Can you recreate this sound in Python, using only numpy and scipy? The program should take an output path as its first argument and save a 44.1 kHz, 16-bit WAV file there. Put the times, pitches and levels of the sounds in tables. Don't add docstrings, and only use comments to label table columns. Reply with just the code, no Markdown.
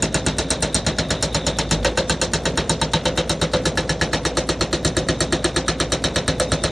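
import sys
import numpy as np
from scipy import signal
from scipy.fft import rfft, irfft
from scipy.io import wavfile
from scipy.ndimage import uniform_filter1d, minimum_filter1d

SR = 44100
rng = np.random.default_rng(int(sys.argv[2]) if len(sys.argv) > 2 else 0)


def elevation(decibels):
    levels = np.asarray(decibels, float)
    return 10 ** (levels / 20)


def to_wav(s):
    ch = np.atleast_2d(s).T
    pcm = np.round(np.clip(ch, -1, 1) * 32767)
    wavfile.write(sys.argv[1], SR, pcm.astype(np.int16))


N = 295891
RING = int(.24 * SR)
AGE = np.arange(RING) / SR

# pitch_hz, level_db
DRONE_SPECTRUM = [(18, -38), (30, -6), (157, 4), (422, -5), (514, 0.5), (1050, -19.5), (1720, -27),
                  (2500, -29.5), (3900, -31), (4750, -36.5), (5650, -26.5), (8590, -39.5), (11000, -37.5),
                  (14300, -84), (22000, -120)]
# time_s, level_db, centre_hz
OIL_HISS = [
    (0, -46, 3800),
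    (.3, -43.5, 3730),
    (1.002, -42, 3764),
    (1.6, -40.5, 3700),
    (1.898, -50.5, 3637),
    (4.6, -55, 3640),
    (5.2, -47, 3764),
    (6.201, -48.5, 3750),
    (6.71, -41, 3670),
]
# offset_hz, level_db
OIL_BAND = [(60, 0.5), (190, -1.5), (360, -20), (900, -37.5)]
# pitch_hz, level_db
OIL_WASH = [(2500, -1.0), (3500, -6), (5000, -10), (6500, -15), (9000, -41)]

# first_blow_s, period_s, blows
STEADY_RUNS = [
    (.0242, .12018, 14),
    (2.2152, .12, 12),
    (3.6551, .11933, 12),
    (5.087, .1189, 5),
    (5.6815, .11963, 9),
]
# time_s, extra_db
LABOURED_BLOWS = [
    (1.711, 2),
    (1.8472, 2),
    (1.9748, 1.5),
    (2.0966, 1),
]
# time_s, boom_bite_db, housing_slack_db, ground_hardness_db
CHISEL_CONTACT = [(0, -2, 1.5, 4), (.4, -13, -1, 3.5), (.7, 1, -14, 5), (1.35, 0, -6, 6.5),
                  (1.56, -7, -12, 1), (1.72, -7, 0, 3.5), (1.85, 4, -6, -9), (2.1, -1.5, -7, 1),
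                  (2.331, -5.5, -10, 3), (2.6, 0, -4.5, -1), (3.3, 4.5, -2, 0.5), (3.75, 2, -2.5, -.5),
                  (4.4, 1.5, 2, -1.5), (4.95, 6, 2, 3.5), (5.25, 4.5, 5, 0.5), (5.7, 0, 2, -2.5),
                  (6.3, 4.5, -2, -0.5), (6.55, 3, -5, -1.5)]
PART_SCATTER = [3, 1.15, 3.2, 2.6]
SEATINGS = [
    .8,
    2.7,
    5.1,
]

# pitch_hz, first_seating_db, second_seating_db,
# third_seating_db
STEEL_MODES = [(871,-19,-1.5,-15.5),(913.4,-9,-3.5,-10.5),(1086,-14.5,-10,-20.5),(1231,-17.5,-5,-7.5),(1320,-10,-4,2.5),(1384,-6,-13,-2),(1442,-3,-6,-6.5),(1546,-5,4,-32),(1707,-3.5,-1,0),(1875,-12.5,-6,-1.5),(2091,-17.5,-18.5,-16.5),(2706,-7.5,-5.5,-15.5),
               (3067,-18.5,-9,-11.5),(3223,-32,-9,-17.5),(3450,-47,-24,-23),(3731,-25,-9,-8.5),(3900,-7.5,-3,-1.5),(4120,-9,-6.5,-17),(4230,-6.5,-2.5,-3),(4393,-20,-8.5,-5.5),(5370,-5.5,-11,-13.5),(5560,-5,-4.5,-17.5),(5910,-8.5,-10,-6),
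               (6800,-20,-16,-32),(6980,0,0,-47),(7210,-22,-9,-9),(7510,-14,-14,-6.5),(8650,-10,3.5,-24),(8536,4,-27,0.5),(9920,-8.5,-15,-14)]
# pitch_hz, t60_s
STEEL_DECAY = [(900, 0.097), (1350, 0.036), (1800, 0.088), (2700, 0.097), (3300, .09), (4000, 0.09),
               (6000, 0.052), (8500, 0.026)]
# pitch_hz, arrival_ms
STEEL_FILL = [(900, 4), (1250, .6), (1800, .5), (2700, .8), (3200, 9), (3800, 4), (4200, .8), (8000, .3)]
# pitch_hz, t60_s, arrival_ms, first_seating_db, second_seating_db, third_seating_db
BOOM_MODES = [(502.8, 0.21, 3.5, -2.5, 0.5, -4.5), (553, 0.13, 4.9, -0.5, -1.5, -5),
              (618, 0.34, 12, -6.5, -37, -20), (605, 0.038, 1.4, -5, -33, -2),
              (701, 0.071, 15, -11, -37, -17)]
HOUSING_MODES = [(330.6, 0.045, 14.7, 2.5, 2.5, 3.5), (411.5, 0.1, 12, -23, -13, -11)]
GROUND_MODES = [(131, 0.23, 30, -25, -49, -38.5), (91.2, 0.031, 29, -0.5, 5.5, 7.5),
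                (158.5, 0.08, 58, -3.5, 6, 3.5), (205, 0.13, 5.8, -3.5, 1, -6),
                (260.5, 0.061, 22, -5, -13, -1.5)]
# pitch_hz, level_db (per Hz)
CLATTER_SPECTRUM = [(500, -6), (800, -10), (1040, -12.5), (1700, -13), (2440, -14.5), (3300, -12.5),
                    (4040, -7.5), (4800, -17.5), (5530, -11.5), (7000, -16), (7950, -20.5), (8730, -20),
                    (10200, -32), (12000, -43.5)]
CRACK_SPECTRUM = [(900, -38), (1500, 23), (3000, -44), (6000, -24.5), (8500, 7), (10500, -7), (12000, 2.5),
                  (13500, -58)]
KNOCK_SPECTRUM = [(700, -20.5), (1500, 5), (2500, -6), (3300, -1), (4200, -0.5), (6500, -8), (9000, -8.5),
                  (12000, -16)]
# pitch_hz, t60_s
CLATTER_DECAY = [(400, 0.34), (1000, 0.25), (2500, 0.23), (4000, 0.17), (6500, 0.12), (9500, 0.11)]
KNOCK_DECAY = [(500, 0.092), (9000, 0.57)]

# low_hz, high_hz, threshold_db
MUTED_BANDS = [(7800, 8300, -64), (8800, 9400, -67), (9400, 10100, -64), (10100, 10700, -61),
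               (10700, 11300, -58), (11300, 12000, -66), (12000, 13100, -55), (13100, 17000, -52)]
# low_hz, high_hz, share_of_frames, side_db
FILLED_BANDS = [(1000, 1200, .3, -22), (1300, 1550, .3, -23), (1700, 2000, .35, -23), (2100, 2400, .3, -23),
                (2500, 2800, .35, -23), (2900, 3200, .3, -22), (4100, 4900, .65, -5), (4900, 6200, .9, -2),
                (6200, 7700, .85, -2), (7700, 8800, .7, -3), (8800, 9600, .75, -3), (9600, 10400, .5, -2),
                (11200, 12200, .6, -1)]


def on_log(hz, table):
    f, value = np.transpose(table)
    return np.interp(np.log(np.maximum(hz, 1)), np.log(f), value)


def colour(x, table):
    n = x.shape[-1]
    gain = elevation(on_log(np.fft.rfftfreq(n, 1 / SR), table))
    y = irfft(rfft(x) * gain, n)
    return y / np.sqrt(np.mean(y ** 2))


def fade(t60):
    return np.exp(-np.log(1000) * AGE / t60)


def walk(rate):
    hold = int(SR / rate)
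    steps = np.repeat(rng.standard_normal(N // hold + 1), hold)
    return np.sqrt(2) * uniform_filter1d(uniform_filter1d(steps, hold), hold)[:N]


def place(times, rings):
    out = np.zeros(N + RING)
    for s, ring in zip(times, rings):
        i = max(int(s * SR), 0)
        out[i:i + RING] += ring
    return out[:N]


def blow_times():
    runs = [(first + period * k, 0) for first, period, count in STEADY_RUNS for k in range(count)]
    return np.transpose(sorted(runs + LABOURED_BLOWS))


def engine():
    t, blow_s = np.arange(N) / SR, blow_times()[0]
    beat = np.r_[2 * blow_s[0] - blow_s[1], blow_s, 2 * blow_s[-1] - blow_s[-2]]
    blows_done = uniform_filter1d(np.interp(t, beat, np.arange(len(beat))), size=2000, mode="nearest")
    turn = 2 * np.pi * 7 * blows_done
    labour_s, rise_s, fall_s = 1.84, 0.23, .08
    labour = np.exp(-((t - labour_s) / np.where(t < labour_s, rise_s, fall_s)) ** 2)
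    firing_db = -36.5 + 10.5 * labour
    firing = np.sqrt(2) * elevation(firing_db) * (np.sin(turn + 1.8) + elevation(-12) * np.sin(2 * turn + .4))
    pump = elevation(-39) * np.sin(9 * turn / 2) + elevation(-45) * np.sin(9 * turn)
    drone = colour(rng.standard_normal(N), DRONE_SPECTRUM)
    drone = drone * (1 + 0.23 * np.cos(turn)) * elevation(0.58 * walk(14))
    return firing + pump * elevation(2 * walk(10)) + elevation(-30.5) * drone


def oil():
    s, *columns = np.transpose(OIL_HISS)
    level_db, centre_hz = (np.interp(np.arange(N) / SR, s, c) for c in columns)
    carrier = np.sin(2 * np.pi * np.cumsum(centre_hz * (1 + .008 * walk(14))) / SR)
    band = np.sqrt(2) * carrier * colour(rng.standard_normal(N), OIL_BAND)
    wash = colour(rng.standard_normal(N), OIL_WASH)
    return elevation(level_db + 1.2 * walk(20)) * (band + elevation(-8) * wash)


def contact(s):
    t, *controls = np.transpose(CHISEL_CONTACT)
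    bite, slack, hard = (np.interp(s, t, c) for c in controls)
    chance = rng.standard_normal((len(s), 5)).T
    bright = 2.5 + 0.25 * hard
    parts = np.array([bite, slack, hard, bright])
    force_db = -4.5 - 0.11 * np.maximum(bite, 0) + 0.55 * chance[-1]
    return force_db, *(parts + np.array(PART_SCATTER)[:, None] * chance[:-1])


def modes(times, hz, t60, arrival_ms, seat_db, scatter_db, detune, sag=0):
    rings, start = 0, rng.random(len(hz)) * 2 * np.pi
    chance = rng.standard_normal((len(times), len(hz), 2))
    chance = np.sqrt(3) * uniform_filter1d(chance, size=3, axis=0)
    sag_s = .025
    bent_age = AGE + sag * sag_s * (1 - np.exp(-AGE / sag_s))
    for k, f in enumerate(hz):
        db = np.interp(times, SEATINGS, seat_db[k]) + scatter_db * chance[:, k, 0]
        swell = 1 - np.exp(-(AGE * 1000 / arrival_ms[k]) ** 2)
        shape = swell * fade(t60[k])
        turn = 2 * np.pi * f * np.outer(1 + detune * chance[:, k, 1], bent_age)
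        rings = rings + elevation(db)[:, None] * shape / shape.max() * np.sin(turn + start[k])
    return rings


def rattle(count, spectrum, t60s, alike, rise_ms, clump_db):
    keep = np.clip(alike, 0, .98)
    noise = rng.standard_normal((count + 8, RING))
    noise = signal.lfilter([np.sqrt(1 - keep ** 2)], [1, -keep], noise, axis=0)[8:]
    spec, f = rfft(colour(noise, spectrum)), np.fft.rfftfreq(RING, 1 / SR)
    rings = 0
    for hz in 300 * 2 ** np.arange(0, 6, .5):
        share = np.clip(1 - 2 * np.abs(np.log2(np.maximum(f, 1) / hz)), 0, 1)
        steps = np.repeat(rng.standard_normal((count, RING // 128 + 1)), 128, axis=1)
        clumps = uniform_filter1d(steps, size=128)[:, :RING]
        rings = rings + irfft(spec * share, RING) * fade(on_log(hz, t60s)) * elevation(clump_db * clumps)
    return rings * (1 - np.exp(-AGE * 1000 / rise_ms))


def heavy_part(table, times):
    hz, t60, arrival_ms, *seat_db = np.transpose(table)
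    return modes(times, hz, t60, arrival_ms, np.transpose(seat_db), scatter_db=.8, detune=.004, sag=0.059)


def ground(s, ground_db):
    thud = elevation(ground_db - 22.5)[:, None] * heavy_part(GROUND_MODES, s)
    push = (AGE / .018) ** 2 * np.exp(2 - 2 * AGE / .018)
    return thud + elevation(-25.0) * push * np.sin(2 * np.pi * 74 * AGE)


def valve_knock(count):
    return elevation(-39.0) * rattle(count, KNOCK_SPECTRUM, KNOCK_DECAY, alike=0.37, rise_ms=0.59, clump_db=5.5)


def steel(s, bright_db):
    hz, *seat_db = np.transpose(STEEL_MODES)
    t60, arrival_ms = on_log(hz, STEEL_DECAY), on_log(hz, STEEL_FILL)
    ring = modes(s, hz, t60, arrival_ms, np.transpose(seat_db), scatter_db=3, detune=.003)
    clatter = rattle(len(s), CLATTER_SPECTRUM, CLATTER_DECAY, alike=.8, rise_ms=3, clump_db=3.2)
    crack = colour(rng.standard_normal((len(s), RING)), CRACK_SPECTRUM) * fade(0.018)
    metal = elevation(-16) * ring + elevation(-12.5) * clatter + elevation(-25.0) * crack
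    top = signal.sosfilt(signal.butter(2, 4800, "high", fs=SR, output="sos"), metal)
    return metal + (elevation(bright_db) - 1)[:, None] * top


def breaker():
    s, extra_db = blow_times()
    force_db, boom_db, housing_db, ground_db, bright_db = contact(s)
    boom = elevation(boom_db - 17)[:, None] * heavy_part(BOOM_MODES, s)
    housing = elevation(housing_db - 17.0)[:, None] * heavy_part(HOUSING_MODES, s)
    blow = steel(s, bright_db) + boom + housing + ground(s, ground_db)
    force = elevation(force_db + extra_db)[:, None]
    return place(s - .001, force * blow) + place(s - .0205, force * valve_knock(len(s)))


def scene():
    mid = engine() + oil() + breaker()
    return np.array([mid, mid])


def flickering_bands(x):
    f, _, spec = signal.stft(x, SR, nperseg=1024)
    for low_hz, high_hz, floor_db in MUTED_BANDS:
        band = (f >= low_hz) & (f < high_hz)
        size = np.sqrt(np.sum(np.abs(spec[band]) ** 2, axis=0))
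        margin = size / elevation(floor_db + 1.5 * rng.standard_normal(len(size)))
        spec[band] *= margin ** 6 / (1 + margin ** 6)
    side, frames = np.zeros_like(spec), spec.shape[1]
    treble = np.abs(spec[f > 4000]).sum(axis=0)
    calm = (treble < 1.5 * np.roll(treble, 2)) | (rng.random(frames) < .14)
    for low_hz, high_hz, share, side_db in FILLED_BANDS:
        band = (f >= low_hz) & (f < high_hz)
        on = np.repeat(rng.random(frames // 4 + 1) < share, 4)[:frames] & calm
        wander = np.repeat(rng.standard_normal(frames // 2 + 1), 2)[:frames]
        gain = on * elevation(side_db + 3.5 * wander)
        random_phase = np.exp(2j * np.pi * rng.random(spec[band].shape))
        side[band] = gain * np.abs(spec[band]) * random_phase
    return signal.istft(np.array([spec + side, spec - side]), SR, nperseg=1024)[1][:, :N]


def low_pass(x):
    return signal.sosfilt(signal.butter(12, 13100, fs=SR, output="sos"), x)


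def record(dry):
    x = signal.sosfilt(signal.butter(4, 42, "high", fs=SR, output="sos"), dry[0])
    size = uniform_filter1d(-minimum_filter1d(-np.abs(x), size=300), size=300)
    x = x * np.minimum(1, .34 / size) ** .45
    rounded = np.tanh(1.399 * x) / 1.237
    return low_pass(flickering_bands(rounded))


dry = scene()
out = record(dry)
to_wav(out)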